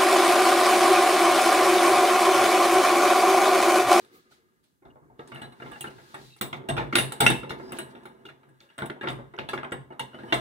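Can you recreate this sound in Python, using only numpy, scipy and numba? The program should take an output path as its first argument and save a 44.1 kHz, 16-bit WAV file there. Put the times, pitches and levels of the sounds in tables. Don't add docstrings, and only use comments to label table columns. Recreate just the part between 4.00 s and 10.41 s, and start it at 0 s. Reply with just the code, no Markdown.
import sys
import numpy as np
from scipy import signal
from scipy.fft import rfft, irfft, next_fast_len
from scipy.io import wavfile
from scipy.ndimage import uniform_filter1d
from numba import njit

SR = 44100
rng = np.random.default_rng(int(sys.argv[2]) if len(sys.argv) > 2 else 0)


def unload_wav(signal):
    wavfile.write(
        sys.argv[1],
        SR,
        np.round(np.clip(np.atleast_2d(signal).T, -1, 1) * 32767).astype(np.int16),
    )


def invert_db(level):
    return 10 ** (np.asarray(level, dtype=float) / 20)


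N = 282636
KNOCK_LEN = 9000
TAIL = 4096
BAR_CROWD_T60_S = .095

# pitch_hz, level_db, t60_s
BENCH_MODES = [(144, -0.5, .3), (241.4, -5, 0.17), (250.2, -3.5, 0.28), (331.7, -10, 0.11), (345, 6.5, 0.1),
               (427, -6.5, 0.29), (562.3, -13.5, .1), (673.5, -6.5, 0.13), (881, 4, 0.095)]
BODY_MODES = [(1381, 4.5, 0.023), (1656, -3, 0.11), (1947, -25.5, .06), (2455, -24.5, .06),
              (2760, -14.5, 0.11), (2820, -7.5, 0.083), (3414, -7, 0.011), (3900, -24.5, .07)]
BAR_MODES = [(7900, -15.5, 0.022), (8225, 1.5, .035), (10750, -3, 0.04), (10570, 1, 0.016),
             (13500, -19, .03), (15100, -9.5, .03)]
# (pitch_hz, level_db)
BODY_CROWD = (0.14, 1, [(600, -27), (1200, 5), (2100, 9), (2500, -1.5), (2850, 4.5), (3200, -3.5),
              (3700, 2), (4050, -5), (4400, -10.5), (6500, -21), (9000, -31.5)])
BAR_CROWD = (BAR_CROWD_T60_S, -1.5, [(4000, -32), (5200, -24), (6500, -8), (7700, 1.5), (8300, 11.5),
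             (9600, -4), (10700, 9), (11600, -11), (13500, -7.5), (14500, -6), (15300, 1), (16000, -8.5)])


def unit(x):
    return x / np.sqrt(np.mean(x ** 2))


def add(out, sound, s, db):
    i = int(s * SR)
    out[:, i:i + KNOCK_LEN] += sound * invert_db(db) / np.abs(sound).max()


def envelope(points, **ends):
    return invert_db(np.interp(np.arange(N) / SR, *np.transpose(points), **ends))


def colour(points, size):
    hz, db = np.transpose(points)
    f = np.maximum(np.arange(size // 2 + 1) * SR / size, 1)
    return invert_db(np.interp(np.log(f), np.log(hz), db))


def hiss(points):
    span = next_fast_len(N, True)
    spectrum = rfft(rng.standard_normal((2, span))) * colour(points, span)
    return unit(irfft(spectrum, span)[:, :N])


@njit
def ring(x, pole, gain):
    out = np.zeros((2, len(x)))
    for m in range(len(pole)):
        z = 0j
        for i in range(len(x)):
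            z = z * pole[m] + x[i]
            out[0, i] += (gain[0, m] * z).imag
            out[1, i] += (gain[1, m] * z).imag
    return out


def struck(x, modes, chance, scatter_db, unlike):
    hz, db, t60 = np.transpose(modes)
    life = np.maximum(t60, .003)
    detune, scatter, port_level, port_phase = chance[:4 * len(hz)].reshape(4, -1)
    pole = np.exp(2j * np.pi * hz * (1 + 0.006 * detune) / SR - np.log(1000) / (life * SR))
    weight = invert_db(db + min(scatter_db, 4) * scatter) / np.sqrt(life)
    ports = np.exp(np.outer([1, -1], unlike * (0.14 * port_level + 1j * port_phase)))
    return ring(x + 1e-18, pole, weight * ports)


def crowd(x, part, alike, size=TAIL):
    t60, db, points = part
    fade = np.exp(-np.log(1000) * np.arange(size) / SR / max(t60, .01))
    tail = rng.standard_normal((3, size)) * fade
    tail = alike * tail[0] + np.sqrt(1 - min(alike, 1) ** 2) * tail[1:]
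    span = next_fast_len(len(x) + size, True)
    spectrum = rfft(x, span) * rfft(tail, span) * colour(points, span)
    return invert_db(db) * unit(irfft(spectrum, span)[:, :len(x)])


def chatter(length_s, chance, soft_s):
    t = np.arange(KNOCK_LEN) / SR
    fade = np.exp(-t / max(length_s, .0005)) + 9.2 * np.exp(-t / 0.0013)
    return chance * chance * chance * fade * (1 - np.exp(-t / soft_s))


def air():
    # pitch_hz, level_db (per Hz)
    air_colour = [(18, -9), (48, 14.5), (259, 9), (988, -24), (1190, -15), (5310, -20.5), (6380, -16.5),
                  (14800, -16), (16000, -19.5)]
    return hiss(air_colour) * invert_db(-71)


def room(vice):
    # (pitch_hz, level_db)
    echo = (0.36, -11.5, [(100, -7), (500, -6.5), (4000, -2.5), (6000, -7), (16000, -21)])
    treble_echo = (0.25, -20.5, [(3000, -40), (6000, -2.5), (16000, 0)])
    sent = vice.mean(axis=0)
    bright = signal.sosfilt(signal.butter(4, 5000, "high", fs=SR, output="sos"), sent)
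    tail = crowd(sent, echo, 0.3, size=4 * TAIL) + crowd(bright, treble_echo, 0.22, size=4 * TAIL)
    return tail * vice.std()


def sleeve():
    # start_s, level_db
    moves = [
        [(0.0, -69.5), (0.11, -80.5), (0.148, -70.5), (0.296, -86.5), (0.318, -68), (0.46, -94), (0.632, -101),
         (0.638, -80.5), (0.8, -104)],
        [(1.19, -76), (1.27, -84), (1.28, -71), (1.5, -95), (1.63, -72.5), (1.89, -66.5)],
        [(1.9, -66), (1.93, -73), (2.266, -65), (2.372, -76), (2.394, -65), (2.4, -108)],
        [(3.58, -72.5), (3.738, -75), (3.756, -69), (3.78, -55)],
        [(2.56, -90), (2.562, -66), (2.59, -80)],
        [(5.531, -90), (5.535, -56.5), (5.575, -70)],
        [(3.9, -92), (3.905, -70), (3.93, -82)],
    ]
    # pitch_hz, level_db (per Hz)
    cloth_colour = [(590, -47), (1000, -19.5), (1250, -3.5), (2250, 5), (2710, 3.5), (4070, 9), (5570, 2),
                    (16000, -8.5)]
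    gain = sum(envelope(move, left=-120, right=-120) for move in moves)
    return hiss(cloth_colour) * uniform_filter1d(gain, 600) * invert_db(8.0)


def slip():
    # centre_s, half_length_s, level_db, lowest_hz
    puff = (.165, .035, -60, 12000)
    s, half_s, db, hz = puff
    shape = np.exp(-((np.arange(N) / SR - s) / half_s) ** 2)
    return hiss([(0.24 * hz, -25), (hz, -6), (16000, 0)]) * invert_db(db) * shape


def carry():
    # start_s, level_db
    hum_level = [(0, -60), (.09, -63.5), (0.151, -54.5), (.2, -58.5), (.23, -80), (.26, -62.5), (.34, -71),
                 (.4, -67.5), (.8, -89)]
    # pitch_hz, level_db, t60_s
    hum_modes = [(370, 1.5, 0.061), (442.5, -3, 0.041), (740, -12.5, 0.05), (1235, -1.5, .04),
                 (1500, -11.5, 0.058), (2050, -8, .06)]
    hum = unit(struck(rng.standard_normal(N), hum_modes, rng.standard_normal(24), 0, 0.33))
    return hum * envelope(hum_level, right=-120)


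def all_knocks():
    # start_s, body_peak_db, bench_db, bar_db (above body), chatter_s
    slams = [(2.4118, -20, -11, -7.5, 0.011), (2.6877, -23.5, -2.5, -16.5, 0.0065),
             (2.767, -22.5, -6.5, -30, 0.013), (2.7783, -23.5, -6.5, -54, 0.028),
             (2.9262, -19, -8, -37.5, 0.0049), (2.953, -10.5, -12, -15, 0.018),
             (2.9838, -11.5, -13.5, -15.5, 0.015), (3.204, -11, -7.5, -11, 0.025),
             (3.264, -4, -19, -22, 0.0074), (3.301, -15, -8, -14.5, 0.014), (3.5062, -22, -9, -42, 0.0041),
             (5.072, -22, -9, -48.5, 0.013), (5.0864, -24, -10.5, -28, 0.0074),
             (5.3875, -22.5, -12, -50.5, 0.0027), (5.4888, -25.5, -10, -21.5, 0.0061),
             (5.995, -23, -8.5, -15, 0.0051), (6.325, -10.5, -9, -36.5, 0.0055)]
    # start_s, body_peak_db, bar_db (above body), chatter_s
    clacks = [(0.0464, -53.5, -10, 0.0041), (.6394, -69, -2, 0.0079), (1.275, -49.5, -7, 0.037),
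              (1.345, -37.5, -15.5, .04), (1.417, -33, -17, .015), (1.523, -46.5, -17, .0051),
              (1.715, -35, -20.5, .02), (1.8085, -34, -1, .0033), (1.841, -29, -23.5, .0093),
              (2.1434, -32, -17, .0074), (2.363, -50.5, -7.5, .005), (3.1209, -27.5, -6, .0041),
              (3.7208, -31.5, -10, 0.011), (3.786, -27, -9.5, 0.014), (4.033, -53, -12, .0084),
              (4.0552, -36.5, -17.5, 0.0089), (4.4885, -56.5, -15, 0.0062), (4.7803, -35, -9, .016),
              (4.858, -41.5, -2, 0.0059), (5.104, -51.5, -0.5, .015), (5.5336, -23, -31, 0.0084),
              (5.7204, -25, -20, .0071), (6.3418, -34, -2.5, .011)]
    # start_s, body_peak_db, upper_body_db (above body), chatter_s
    jaw_taps = [(0.312, -55, -33, 0.022), (1.3194, -33.5, -17.5, 0.0061), (1.600, -37, -20, 0.0059),
                (1.621, -33, -22, .011), (1.9092, -49.5, -20, 0.0075), (2.5294, -25.5, -9, .0033),
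                (3.494, -30, 4, .0079), (4.2527, -38, 2, .014), (4.4322, -52.5, -15.5, 0.013),
                (4.6058, -50, 6, 0.024), (4.7001, -50, -13, 0.007), (4.787, -29, -16, 0.017),
                (4.8987, -25.5, -18.5, 0.003), (5.0117, -28.5, -17, 0.0069), (5.3788, -34.5, -19, 0.011),
                (5.577, -26.5, -12, .0058), (5.632, -28, -20, .0077), (5.6449, -30, -18.5, .0049),
                (6.132, -47.5, -27, .0062), (6.188, -39, -14.5, .012)]
    # start_s, body_peak_db, bench_db (above body), chatter_s
    thumps = [(0.8212, -64, 9.5, 0.016), (.853, -52, 2.5, 0.0085), (0.957, -61, 11, 0.016),
              (1.1004, -79.5, 25.5, .0066), (1.194, -38.5, -2, .0079), (1.6576, -38.5, -1.9, .03),
              (1.7601, -38.5, -7, .0091), (1.8715, -39, -2.5, .0033), (1.9833, -45, -6, .015),
              (2.5577, -50, -8.5, .0049), (3.433, -33.5, -1.5, .0045), (3.598, -42, 4, .0034),
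              (3.951, -42, -5, 0.0056), (4.2875, -38, -13.5, 0.012), (4.8207, -24.5, -5.5, .014),
              (4.9622, -55, 8.5, .006), (5.032, -31.5, 1.5, .027), (5.1894, -48.5, 10.5, .0058),
              (5.3382, -40.5, -1, .0088), (5.9052, -51.5, 11, .0073), (5.925, -44.5, -1, 0.0083),
              (6.1449, -38.5, -2.5, 0.0055), (6.235, -45, 7.5, .005), (6.285, -44.5, -3, .0066)]
    rows = []
    for s, db, bench_db, bar_db, chatter_s in slams:
        upper_db = 1.5 + 0.196 * db + 0.15 * bar_db
        rows.append((s, db, bench_db, bar_db, upper_db, chatter_s))
    for s, db, bar_db, chatter_s in clacks:
        rows.append((s, db, -7.5, bar_db, 2 + 0.95 * bar_db, chatter_s))
    for s, db, upper_db, chatter_s in jaw_taps:
        rows.append((s, db, -8.5, -34.5, upper_db, chatter_s))
    for s, db, bench_db, chatter_s in thumps:
        rows.append((s, db, bench_db, -31.5, -19 - 0.55 * bench_db, chatter_s))
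    return sorted(rows)


def shudder(s, blow_db, above_db, rise_s, fall_s):
    blows, t = np.zeros(N), np.arange(SR // 2) / SR
    blows[(s * SR).astype(int)] = invert_db(blow_db + above_db)
    shape = (1 - np.exp(-t / rise_s)) * np.exp(-t / fall_s)
    return signal.fftconvolve(blows, shape / shape.max())[:N]


def rub_gains():
    # start_s, hand_weight_db, screw_slide_db
    handling = [(0.0, -64, -71.5), (.75, -80, -89.5), (1.0, -76, -100), (1.25, -53, -75), (1.4, -49, -69),
                (1.85, -66, -69), (2.21, -52.5, -64.5), (2.36, -71, -96), (2.6, -43, -83),
                (3.161, -52, -55.5), (3.46, -45, -90), (3.73, -41, -58.5), (4.32, -57, -76),
                (4.5, -60, -78.5), (4.73, -84, -69.5), (5.001, -68, -83.5), (5.499, -62.5, -69.5),
                (5.87, -58.5, -82), (6.41, -42.5, -49.5)]
    rub_db = (-13.5, -1.7, 5, -12)
    # level_db (above the blow), rise_s, fall_s
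    shudders = [(-2, 0.027, 0.06), (-20, 0.018, 0.059), (-34, .01, .03), (-37.5, .01, .03)]
    # start_s, peak_db
    sways = [(0.843, -45), (1.014, -51), (1.101, -61.5), (1.19, -59), (1.319, -47), (1.429, -48),
             (1.631, -42), (1.851, -48.5), (1.949, -50), (2.179, -45), (2.411, -37.5), (2.531, -44.5),
             (2.692, -25), (2.774, -32.5), (2.96, -27), (3.208, -23), (3.269, -28), (3.509, -40.5),
             (3.791, -49), (4.269, -57), (4.47, -55), (4.818, -42), (5.09, -32), (5.187, -49.5),
             (5.391, -37.5), (5.532, -47), (5.729, -36.5), (5.997, -45), (6.193, -46), (6.328, -35.5)]
    s, weight_db, slide_db = np.transpose(handling)
    at, db, bench_db, bar_db = np.transpose(all_knocks())[:4]
    controls = (weight_db, weight_db, slide_db, slide_db)
    blows = (np.transpose(sways), (at, db + bench_db), (at, db), (at, db + bar_db))
    gains = []
    for control, above_db, blow, after in zip(controls, rub_db, blows, shudders):
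        held = envelope(np.transpose([s, control + above_db]))
        gains.append(np.hypot(held, shudder(*blow, *after)))
    return gains


def rubbing():
    # pitch_hz, level_db, t60_s
    boom_modes = [(58, -1, 0.57), (133.3, 8, 1), ]
    # (pitch_hz, level_db)
    murmur = (0.35, 0.1, [(40, -15.5), (200, -7), (380, 6.5), (600, -8), (900, -9.5), (1300, -9.5),
              (2200, -24), (2800, -52)])
    rub_apart = (0.27, 0.16, 0.17, .15)
    t60, crowd_db, points = BODY_CROWD
    soft_body = (t60, crowd_db, [(hz, d - 3.6 * np.log2(hz / 2000)) for hz, d in points])
    parts = zip((boom_modes, BENCH_MODES[1:], BODY_MODES, BAR_MODES),
                (murmur, murmur, soft_body, BAR_CROWD),
                rub_gains(),
                (0.42, 0.21, .6, .9),
                (8.0, -0.5, 5.5, -29.5),
                rub_apart)
    out = 0
    for modes, dense, gain, unlike, clear_db, apart in parts:
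        grit = rng.standard_normal(N) * invert_db(3.53 * np.minimum(rng.exponential(size=N), 5.5))
        damped = [(hz, d, 0.31 * t) for hz, d, t in modes]
        clear = struck(grit, damped, rng.standard_normal(64), 1.5, unlike)
        clear = clear + apart * np.outer([1, -1], np.roll(clear[0], SR))
        sound = invert_db(clear_db) * unit(clear) + crowd(grit, dense, 0.77)
        out = out + unit(sound) * gain
    return out


def squeaks():
    # start_s, length_s, start_hz, end_hz, level_db
    songs = [(.90, 0.013, 2870, 2860, -64.5), (1.184, 0.025, 2920, 3020, -71),
             (1.32, 0.0095, 2890, 2870, -52), (1.335, 0.0061, 2850, 2870, -48),
             (1.352, 0.0078, 2900, 2850, -48), (1.367, .012, 2750, 2780, -54),
             (1.391, .015, 2750, 2760, -57), (1.412, .02, 2910, 2790, -50.5),
             (1.357, 0.037, 3980, 4030, -64), (1.426, 0.025, 3990, 4016, -50.5),
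             (1.449, 0.02, 4000, 4040, -57), (1.62, 0.012, 2820, 2850, -51),
             (1.732, 0.028, 2910, 2730, -52.5), (1.809, 0.018, 2925, 2760, -43.5),
             (1.807, 0.029, 4020, 4020, -58.5), (1.869, 0.013, 2910, 2865, -43.5),
             (2.209, .14, 4070, 3900, -63.5), (2.3, 0.07, 2710, 2720, -64.5),
             (3.625, 0.085, 5000, 5100, -61.5), (3.788, 0.045, 4000, 4010, -56),
             (4.25, 0.048, 2840, 2768, -56), (4.689, 0.025, 2790, 2860, -64.5),
             (6.131, .045, 2840, 3020, -55), (6.28, 0.045, 2980, 3100, -54.5),
             (1.522, 0.0071, 2900, 2800, -57.5), (1.52, 0.019, 3980, 3977, -63),
             (5.906, 0.019, 2876, 2873, -61)]
    size = 16384
    out, t = np.zeros(N + size), np.arange(size) / SR
    for s, length_s, start_hz, end_hz, db in songs:
        waver, throb = uniform_filter1d(rng.standard_normal((2, size)), 160) * np.sqrt(160)
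        glide = start_hz + (end_hz - start_hz) * np.minimum(t / length_s, 1)
        hz = glide * (1 + (.004 + .16 * length_s) * np.clip(waver, -2, 2))
        release = np.exp(-np.maximum(t - length_s, 0) / 0.003)
        shape = (1 - np.exp(-t / .002)) * release * invert_db(4.5 * throb)
        i = int(s * SR)
        out[i:i + size] += invert_db(db + 0.5) * shape * np.sin(2 * np.pi * np.cumsum(hz) / SR)
    return out[:N]


def ticks():
    # start_s, peak_db, centre_hz
    contacts = [(.048, -51, 3600), (.15, -67, 1500), (.178, -61, 1500), (.312, -58.5, 800),
                (.322, -53.5, 1240), (0.325, -52, 1500), (.348, -60, 2000), (1.275, -48.5, 6200),
                (1.285, -57, 5200), (2.781, -27.5, 3003), (2.784, -21.5, 2207), (3.735, -49.5, 6200),
                (3.752, -55, 5300), (3.765, -54.5, 6000), (5.535, -39.5, 10480), (5.366, -53.5, 6040),
                (4.612, -52.5, 3000), (1.354, -45, 2840), (2.9555, -7.5, 3600), (1.811, -30, 2900),
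                (3.2073, -24.5, 5490), (3.266, -18, 5510), (3.28, -28, 5565), (3.712, -50, 2498),
                (3.729, -36, 2844), (3.77, -44.5, 3005), (4.604, -44, 4980), (4.7806, -41, 2924),
                (4.789, -33, 3500), (4.8078, -30.5, 1822), (4.8212, -32.5, 3306), (4.829, -35.5, 1902),
                (4.861, -41.5, 2900), (4.9005, -33, 3316), (4.905, -28, 1900), (5.0108, -39.5, 3297),
                (5.0727, -27, 3340), (5.0846, -26.5, 3604), (5.104, -43, 7025), (5.388, -29, 3050),
                (5.393, -26, 2197), (5.4881, -32.5, 3405), (5.496, -42, 8520), (5.496, -41, 10810),
                (5.536, -35, 2897), (5.578, -33, 3048), (5.6323, -34.5, 2804), (5.6468, -35, 3000),
                (5.711, -49.5, 7540), (5.725, -33, 2900), (2.529, -30.5, 3000), (2.530, -43.5, 6200),
                (3.1234, -33.5, 2900), (1.421, -36, 1500), (6.304, -45.5, 3008), (6.235, -53.5, 3000),
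                (6.19, -49.5, 3200), (5.364, -48, 2990), (5.579, -32.5, 1800), (3.955, -48, 3200)]
    out = np.zeros((2, N + KNOCK_LEN))
    for s, db, hz in contacts:
        blow = chatter(.0007, rng.standard_normal(KNOCK_LEN), .0004)
        chance = rng.standard_normal(25)
        modes = [(hz * np.exp(.1 * c), 0, 30 / hz) for c in chance[20:]]
        skirt = signal.butter(2, 0.8 * hz, fs=SR, output="sos")
        add(out, signal.sosfilt(skirt, struck(blow, modes, chance, 3, 0.63)), s - .0005, db + 2.0)
    return out[:, :N]


def rings():
    # start_s, mode, peak_db, t60_s
    square_blows = [(1.808, "bar", -34.5, .035), (2.7, "slide", -27.5, 0.049), (2.412, "knob", -23, .04),
                    (2.955, "slide", -11.5, 0.044), (2.957, "bar", -20, .25), (3.206, "knob", -18, .035),
                    (3.264, "jaw", -4.5, 0.1), (3.786, "bar", -27.5, .05), (4.789, "knob", -42.5, .05),
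                    (5.086, "slide", -32.5, .11), (5.994, "bar", -50, 0.069), (3.724, "knob", -40.5, .04),
                    (3.721, "bar", -36, .03), (6, "pin", -40, .03), (5.721, "pin", -36.5, .06),
                    (3.509, "bar", -44, .07), (5.012, "slide", -47.5, 0.074), (6.342, "slide", -30, .04),
                    (2.956, "pin", -24.5, .06), (3.208, "pin", -22, .07), (3.266, "pin", -20.5, .08),
                    (3.301, "pin", -25, .04), (2.692, "pin", -33.5, .09), (6.342, "pin", -34, .04),
                    (2.985, "bar", -25, 0.25), (4.056, "bar", -46, .04)]
    ring_hz = {"jaw": 2724, "slide": 3600, "pin": 8300, "bar": 10600, "knob": 15150}
    out = np.zeros((2, N + KNOCK_LEN))
    for s, mode, db, t60 in square_blows:
        hz = ring_hz[mode]
        blow = chatter(.002, rng.standard_normal(KNOCK_LEN), 0.00014)
        twins = [(hz, 0, t60), (.975 * hz, -7, .4 * t60)]
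        sound = struck(blow, twins, 0.24 * rng.standard_normal(8), 1.5, 0.98)
        left_db = -13 if mode == "knob" else 0
        add(out, sound * invert_db([[left_db], [0]]), s, db)
    return out[:, :N]


def knocks():
    # (pitch_hz, level_db)
    bench_crowd = (0.23, 0.5, [(60, -34.5), (200, 6), (350, 8), (900, 6), (1300, -2), (2200, -11),
                   (2700, -41.5), (6000, -72)])
    out = np.zeros((2, N + KNOCK_LEN))
    t60, crowd_db, points = BODY_CROWD
    skirt = signal.butter(4, 4370, fs=SR, output="sos")
    for s, db, bench_db, bar_db, upper_db, length_s in all_knocks():
        grain, chance = rng.standard_normal(KNOCK_LEN), rng.standard_normal((3, 64))
        thud = chatter(1.2 * length_s, grain, 0.0036)
        blow = chatter(length_s, grain, 0.0002 + 0.11 * length_s)
        tick = chatter(2.35 * length_s, grain, .0001)
        tilt_db = 0.66 * (upper_db + 9.5)
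        modes = [(hz, d + tilt_db * np.log2(hz / 2000), t) for hz, d, t in BODY_MODES]
        dense = (t60, crowd_db, [(hz, d + tilt_db * np.log2(hz / 2000)) for hz, d in points])
        bench = unit(struck(thud, BENCH_MODES, chance[0], 9.0, 0.075)) + crowd(thud, bench_crowd, 0.87)
        body = unit(signal.sosfilt(skirt, struck(blow, modes, chance[1], 7.5, 0.94)))
        body = body + crowd(blow, dense, 0.55)
        bar = unit(struck(tick, BAR_MODES, chance[2], 1.0, 0.97)) + crowd(tick, BAR_CROWD, 0.37)
        add(out, bench, s - .002, db + bench_db + 7.0)
        add(out, body, s - .001, db + 1.1)
        add(out, bar, s, db + bar_db + 8.5)
    return out[:, :N]


def scene():
    song = squeaks()
    to_walls = .4
    port_lag = 14
    vice = knocks() + rings() + ticks() + to_walls * song
    direct = vice + (1 - to_walls) * song + rubbing() + carry()
    direct[0] = np.pad(direct[0], (port_lag, 0))[:N]
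    return direct + room(vice) + sleeve() + air() + slip()


def band_limit(x):
    return signal.sosfilt(signal.butter(12, 16990, fs=SR, output="sos"), x)


def record(dry):
    bass_cut = signal.butter(1, 129, "high", fs=SR, output="sos")
    rumble_cut = signal.butter(2, 46.5, "high", fs=SR, output="sos")
    top_cut = signal.ellip(6, .5, 40, 15720, fs=SR, output="sos")
    heard = signal.sosfilt(np.vstack([bass_cut, rumble_cut, top_cut]), dry)
    mix = np.tanh(0.73 * heard) / 0.68
    return band_limit(mix)


dry = scene()
out = record(dry)
unload_wav(out)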